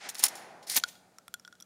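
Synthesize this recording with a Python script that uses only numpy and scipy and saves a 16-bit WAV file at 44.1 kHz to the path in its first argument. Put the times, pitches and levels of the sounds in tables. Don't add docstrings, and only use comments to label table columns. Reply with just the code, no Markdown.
import sys
import numpy as np
from scipy import signal
from scipy.fft import rfft, irfft
from scipy.io import wavfile
from scipy.ndimage import uniform_filter1d

SR = 44100
rng = np.random.default_rng(int(sys.argv[2]) if len(sys.argv) > 2 else 0)


def to_wav(s):
    ch = np.atleast_2d(s).T
    pcm = np.round(np.clip(ch, -1, 1) * 32767)
    wavfile.write(sys.argv[1], SR, pcm.astype(np.int16))


N = 72765
IMPACT_SAMPLES = 4096
TIME, IMPACT_TIME = np.arange(N) / SR, np.arange(IMPACT_SAMPLES) / SR
BIN_HZ = np.fft.rfftfreq(IMPACT_SAMPLES, 1 / SR)

# t/s, level/dB, t60/s, timbre (0 rear stop to 1 breech), bass/dB, treble/dB
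IMPACTS = [(0.053, -47.5, 0.015, 0.31, 12, -17.5), (0.066, -47, .025, 0, 14.5, -17),
           (0.0895, -31, 0.045, .3, -9.5, -2), (0.099, -28.5, 0.012, 0.95, -16, -1.5),
           (.146, -34, .01, 0, -13.5, 5.5), (.1518, -33.5, 0.027, 0, -8, -7.5),
           (0.166, -39.5, 0.013, 0.2, 1, 5), (0.1927, -30.5, 0.051, 0.082, -23, 4),
           (0.1976, -40, 0.15, 0.55, 6, -6.5), (0.2343, -18.5, 0.0068, 0, 5, 7),
           (.238, -8, 0.024, 0, -8.5, 6.5), (.2435, -26.5, 0.084, 0, -10.5, -0.5),
           (.2495, -32, .03, 0.6, 14, 5), (0.253, -18, 0.018, 0, -22.5, 19),
           (0.258, -26, 0.011, 0, 8, -4.5), (0.2624, -33, 0.012, 0, -2.5, 0),
           (0.2819, -31, 0.044, 0.19, -15, 2), (0.6269, -52.5, 0.11, 0, -4.5, -10),
           (0.682, -49, 0.029, 0.077, -21, 5.5), (0.697, -24.5, .02, 0, -10.5, 10),
           (0.6992, -21.5, 0.0089, 0, -42, -30.5), (0.7169, -27.5, 0.016, 0.1, 0, 12),
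           (.724, -28.5, 0.011, 0.18, -18, 11), (0.7458, -28, 0.019, 0.2, -16, 30),
           (0.7587, -28, 0.075, 0.38, 4.5, -8), (.764, -17, 0.055, 1, 3.5, 16.5),
           (.7727, -23, .022, 0.99, 10, -7.5), (0.776, -14.5, 0.0056, 0.5, -3, -41.5),
           (.782, -24, 0.029, 0.54, 5, 9), (0.798, -33.5, 0.0161, 0.95, -2.5, -13),
           (0.8857, -40, 0.022, 0.796, -10, -9)]
# f/Hz, relative level/dB
REAR_SPECTRUM = [(40, -45.5), (150, -23), (250, -13.5), (450, -14), (850, -5), (1500, -8.5), (3000, -10),
                 (4300, -6.5), (4900, -9), (5400, -2.5), (6200, -11.5), (7000, -4), (8200, -14.5),
                 (9300, -5), (10600, -7), (11800, -16.5), (13500, -13.5), (15500, -17), (17000, -39.5)]
BREECH_SPECTRUM = [(40, -38), (120, -21.5), (190, -15.5), (500, -12), (900, -18), (1400, -12.5), (2050, -5),
                   (2800, 1), (4300, -0.5), (5200, -18.5), (6000, 10.5), (7900, 1.5), (9400, -0.5),
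                   (11000, -2.5), (12700, -9), (13800, 5.5), (15000, -2.5), (15800, -18.5), (17000, -32)]
RAIL_SPECTRUM = [(100, -27.5), (600, -14.5), (1600, -7.5), (2050, 1.5), (2700, -6), (4400, 1.5),
                 (5400, 2.5), (6300, 1), (7800, -3.5), (10000, 1.5), (12400, -11), (13500, -2),
                 (15600, -19), (17000, -27)]
# f/Hz, relative level/dB, t60/s
STEEL_MODES = [(2055, -1, .1), (4215, -1, .07), (5425, -2, .06), (5868, -1, .08), (6728, -3, .06),
               (7020, -6, .04), (7390, -4, .06), (8765, -3, .08), (9030, -3, .04), (9540, -4, .05),
               (10003, -3, .05), (13592, -2, .07), (14110, -5, .05)]
STOCK_MODES = [(184, -34.5, 0.017), (274, -28, 0.02), (870, -19, 0.027), (935, -30.5, 0.01)]
# t/s, level/dB
PULL_ENVELOPE = [(.088, -42), (.105, -52.5), (.138, -70), (.176, -53.5), (.185, -39.5), (.189, -46.5),
                 (.205, -45.5), (.218, -56.5), (.232, -31.5), (.25, -37), (.268, -30.5), (.277, -59.5),
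                 (.30, -60), (.345, -58.5)]
PUSH_ENVELOPE = [(.667, -57), (.672, -46.5), (.693, -44.5), (.704, -36), (.733, -37.5), (.748, -36.5),
                 (.776, -24), (.788, -43.5), (.808, -73.5), (.83, -68)]
# t/s; air column f/Hz, level/dB, t60/s; level/dB of the wall, crimp, rim and top
# bands; tick level/dB, tick treble/dB
LANDINGS = [(0.8373, 1448, -17, 0.032, -17.5, -3, -21.5, -23.5, -30, -4.5),
            (1.1845, 1343, -45.5, 0.031, -54, -43.5, -37, -46.5, -42, -8),
            (1.2805, 1384, -43, 0.029, -42.5, -44, -49, -58, -37.5, -3),
            (1.3404, 1443, -30.5, 0.037, -22.5, -27.5, -31.5, -25.5, -32, 10),
            (1.397, 1360, -54, .03, -67, -65, -37.5, -50, -50.5, -5),
            (1.4496, 1450, -42, 0.034, -40, -47.5, -40, -55, -52.5, -9.5),
            (1.4768, 1440, -39, 0.037, -47, -50, -37.5, -54, -47, -5.5),
            (1.526, 1440, -45.5, 0.056, -48, -50, -38, -52, -51.5, -9),
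            (1.553, 1440, -58, 0.043, -50, -60.5, -52, -55, -63.5, -6.5),
            (1.6014, 1435, -65, 0.057, -41.5, -51, -36, -54, -50, 7),
            (1.6078, 1393, -54.5, 0.04, -47, -58, -40, -64, -44.5, 7),
            (1.6241, 1400, -51.5, 0.031, -42, -55, -28, -47, -49.5, 9)]
SHELL_BANDS = [3500, 4700, 5700, 7100]
# f/Hz, relative level/dB, t60/s
SHELL_MODES = [(3382, -4.5, 0.018), (3930, -6, 0.0078), (4386, -14.5, 0.014), (4790, -1, 0.0036),
               (5450, -3, 0.0088), (5695, -11.5, 0.016), (7000, -4, 0.015), (9170, -12, 0.023),
               (11570, -16, 0.0092), (14600, -17, 0.0104)]
# f/Hz, relative level/dB
TICK_SPECTRUM = [(200, -19.5), (900, 9), (2200, 6.5), (5000, -16.5), (8000, 6.5), (12500, 4), (16000, -13)]
SLAP_SPECTRUM = [(300, -4.5), (1500, -5.5), (3300, 1.5), (6500, 0), (9500, -3), (15000, -5.5)]
# f/Hz, relative initial level/dB, t60/s
TREE_DECAY = [(100, 1, 0.97), (800, -5, 0.6), (2040, -1.5, 1), (5060, -6, 0.47), (8750, -11, 1),
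              (16220, -18.5, 0.36)]
SHOT_DECAY = [(40.2, -51.5, 1.4), (119, -21.5, 8), (261, -5, 2.3), (540, -4, 3.46), (771, 5, 2.56),
              (1111, -2.5, 2.01), (1904, 5.5, 1.31), (3000, -1, 1.12), (6300, -3.5, 1.02), (10000, -16, .8),
              (16000, -46.5, .8)]
# t/s, gain/dB
SHOT_SWELL = [(0, -21.5), (.008, -11.5), (0.017, -8), (0.062, 1.5), (.09, -4.5), (0.127, -8), (0.178, -5),
              (.31, 6.5), (.45, 8.5), (.6, 8), (.85, 6), (1.1, 6), (1.65, 7.5)]
# f/Hz, relative level/dB
AIR_SPECTRUM = [(15, -59), (25, -42), (70, -3), (180, 6), (962, -11.5), (1400, -2.5), (1940, -11.5),
                (2840, -13), (4870, -12), (5570, -14), (6210, -13.5), (7110, -12.5), (16000, -23.5)]


def action():
    drive, t = friction(), np.arange(SR // 4) / SR
    for start, *blow in IMPACTS:
        add(drive, start, impact(*blow))
    modes = sum(amp(db) * 2 * np.log(1000) / (t60 * SR) * decay(t, t60) * np.cos(2 * np.pi * hz * t)
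                for hz, db, t60 in STEEL_MODES)
    out = drive + amp(-3) * signal.fftconvolve(drive, modes)[:N]
    add(out, start=0.0039, sound=amp(-13) * out)
    return out


def impact(db, t60, breech, bass_db, treble_db):
    t, rise_s = IMPACT_TIME, 0.00045
    spectrum = (1 - breech) * read(REAR_SPECTRUM) + breech * read(BREECH_SPECTRUM)
    spectrum += read([(900, bass_db), (4500, 0.0074), (11000, treble_db)])
    clack = colour(contact_burst(rise_s, t60), spectrum)
    knock = sum(amp(mode_db + bass_db) * decay(t, mode_t60) * np.cos(2 * np.pi * hz * t)
                for hz, mode_db, mode_t60 in STOCK_MODES)
    return amp(db) * (clack + knock * onset(rise_s))


def friction():
    slips_per_s, spread_db, rub_share = 2000, 5, 0.6
    slips = (rng.random(N) < slips_per_s / SR) * rng.choice([-1, 1], N)
    slips = slips * amp(spread_db * np.minimum(rng.exponential(1, N), 2))
    grain = np.sqrt(1 - rub_share) * unit_rms(slips) + np.sqrt(rub_share) * rng.standard_normal(N)
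    return colour(grain, read(RAIL_SPECTRUM)) * (envelope(PULL_ENVELOPE) + envelope(PUSH_ENVELOPE))


def shell():
    out, t = np.zeros(N), IMPACT_TIME
    for start, tube_hz, tube_db, tube_t60, *band_db, tick_db, treble_db in LANDINGS:
        tube = amp(tube_db) * decay(t, tube_t60) * np.sin(2 * np.pi * tube_hz * t)
        wall = sum(amp(db + np.interp(hz, SHELL_BANDS, band_db)) * mode_pair(hz, t60)
                   for hz, db, t60 in SHELL_MODES)
        spectrum = read(TICK_SPECTRUM) + read([(4500, 0.0052), (12000, treble_db)])
        tick = amp(tick_db) * colour(contact_burst(rise_s=0.0001, t60=0.0077), spectrum)
        add(out, start, tube * onset(rise_s=0.00059) + wall * onset(rise_s=0.00025) + tick)
    out = signal.sosfilt(signal.butter(2, 970, "highpass", fs=SR, output="sos"), out)
    return out + amp(-27) * signal.fftconvolve(out, scatter(fade_s=0.015))[:N]


def mode_pair(hz, t60):
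    t, detune, split, twin_db = IMPACT_TIME, 0.013, 0.062, -3.5
    hz = hz * (1 + detune * rng.uniform(-1, 1))
    twin_hz = hz * (1 + split * rng.uniform(-1, 1))
    twin = amp(twin_db) * np.sin(2 * np.pi * (twin_hz * t + rng.random()))
    return decay(t, t60) * (np.sin(2 * np.pi * (hz * t + rng.random())) + twin)


def contact_burst(rise_s, t60):
    shape = onset(rise_s) * decay(IMPACT_TIME, t60)
    burst = shape * rng.standard_normal(IMPACT_SAMPLES)
    for _ in range(2):
        spectrum = rfft(burst)
        burst = irfft(spectrum / (abs(spectrum) + 1e-12), IMPACT_SAMPLES)
        burst *= shape / np.sqrt(abs(uniform_filter1d(burst ** 2, size=48)) + 1e-14)
    return burst


def reflections(direct):
    tail_rise_s = 0.023
    tail = decaying_noise(TREE_DECAY) * np.minimum(TIME / tail_rise_s, 1)
    response = amp(-30) * tail / np.linalg.norm(tail)
    slap = amp(-31.5) * scatter(fade_s=0.046)
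    slap[0] += amp(-30.5)
    add(response, start=0.116, sound=colour(slap, read(SLAP_SPECTRUM)))
    return signal.fftconvolve(direct, response)[:N]


def scatter(fade_s):
    taps = rng.standard_normal(N) * np.exp(-TIME / fade_s)
    return taps / np.linalg.norm(taps)


def shot_echo():
    swell = amp(np.interp(TIME, *np.transpose(SHOT_SWELL)))
    return amp(-41) * swell * decaying_noise(SHOT_DECAY)


def ambience():
    hum_hz, waver_rad = 183.6, 0.35
    air = amp(-68) * unit_rms(colour(rng.standard_normal(N), read(AIR_SPECTRUM)))
    drift = uniform_filter1d(rng.standard_normal(N), size=2000)
    waver = unit_rms(uniform_filter1d(drift, size=2000))
    hum = amp(-74.5) * np.sqrt(2) * np.sin(2 * np.pi * hum_hz * TIME + waver_rad * waver)
    return air + hum


def decaying_noise(table):
    hz, t, bands = signal.stft(rng.standard_normal(N), SR, nperseg=1024)
    initial = unit_rms(amp(read(table, hz)))[:, None]
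    t60 = read(table, hz, column=2)[:, None]
    return signal.istft(bands * initial * decay(t, t60), SR)[1][:N]


def colour(x, db):
    log_gain = np.log(unit_rms(amp(db)) + 1e-6)
    two_sided = np.r_[log_gain, log_gain[-2:0:-1]]
    taps = np.fft.ifft(np.exp(np.conj(signal.hilbert(two_sided)))).real
    return signal.fftconvolve(x, taps[:len(db)])[:len(x)]


def read(points, hz=BIN_HZ, column=1):
    table = np.array(points, float)
    return np.interp(np.log(hz + 1), np.log(table[:, 0] + 1), table[:, column])


def envelope(points):
    return amp(np.interp(TIME, *np.transpose(points), left=-150, right=-150))


def onset(rise_s):
    return 1 - np.exp(-IMPACT_TIME / rise_s)


def decay(t, t60):
    return np.exp(-np.log(1000) * t / t60)


def amp(db):
    return 10 ** (np.asarray(db) / 20)


def unit_rms(x):
    return x / np.sqrt(np.mean(x ** 2) + 1e-20)


def add(mix, start, sound):
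    part = mix[round(start * SR):][:len(sound)]
    part += sound[:len(part)]


def scene():
    gun, bounces = action(), shell()
    echoes = reflections(gun + amp(-5) * bounces)
    return (gun + bounces + echoes + ambience() + shot_echo())[None]


def record(dry):
    lowpass = signal.firwin(255, 15950, window=("kaiser", 8), fs=SR)
    return signal.oaconvolve(dry, lowpass[None], "same")


dry = scene()
out = record(dry)
to_wav(out)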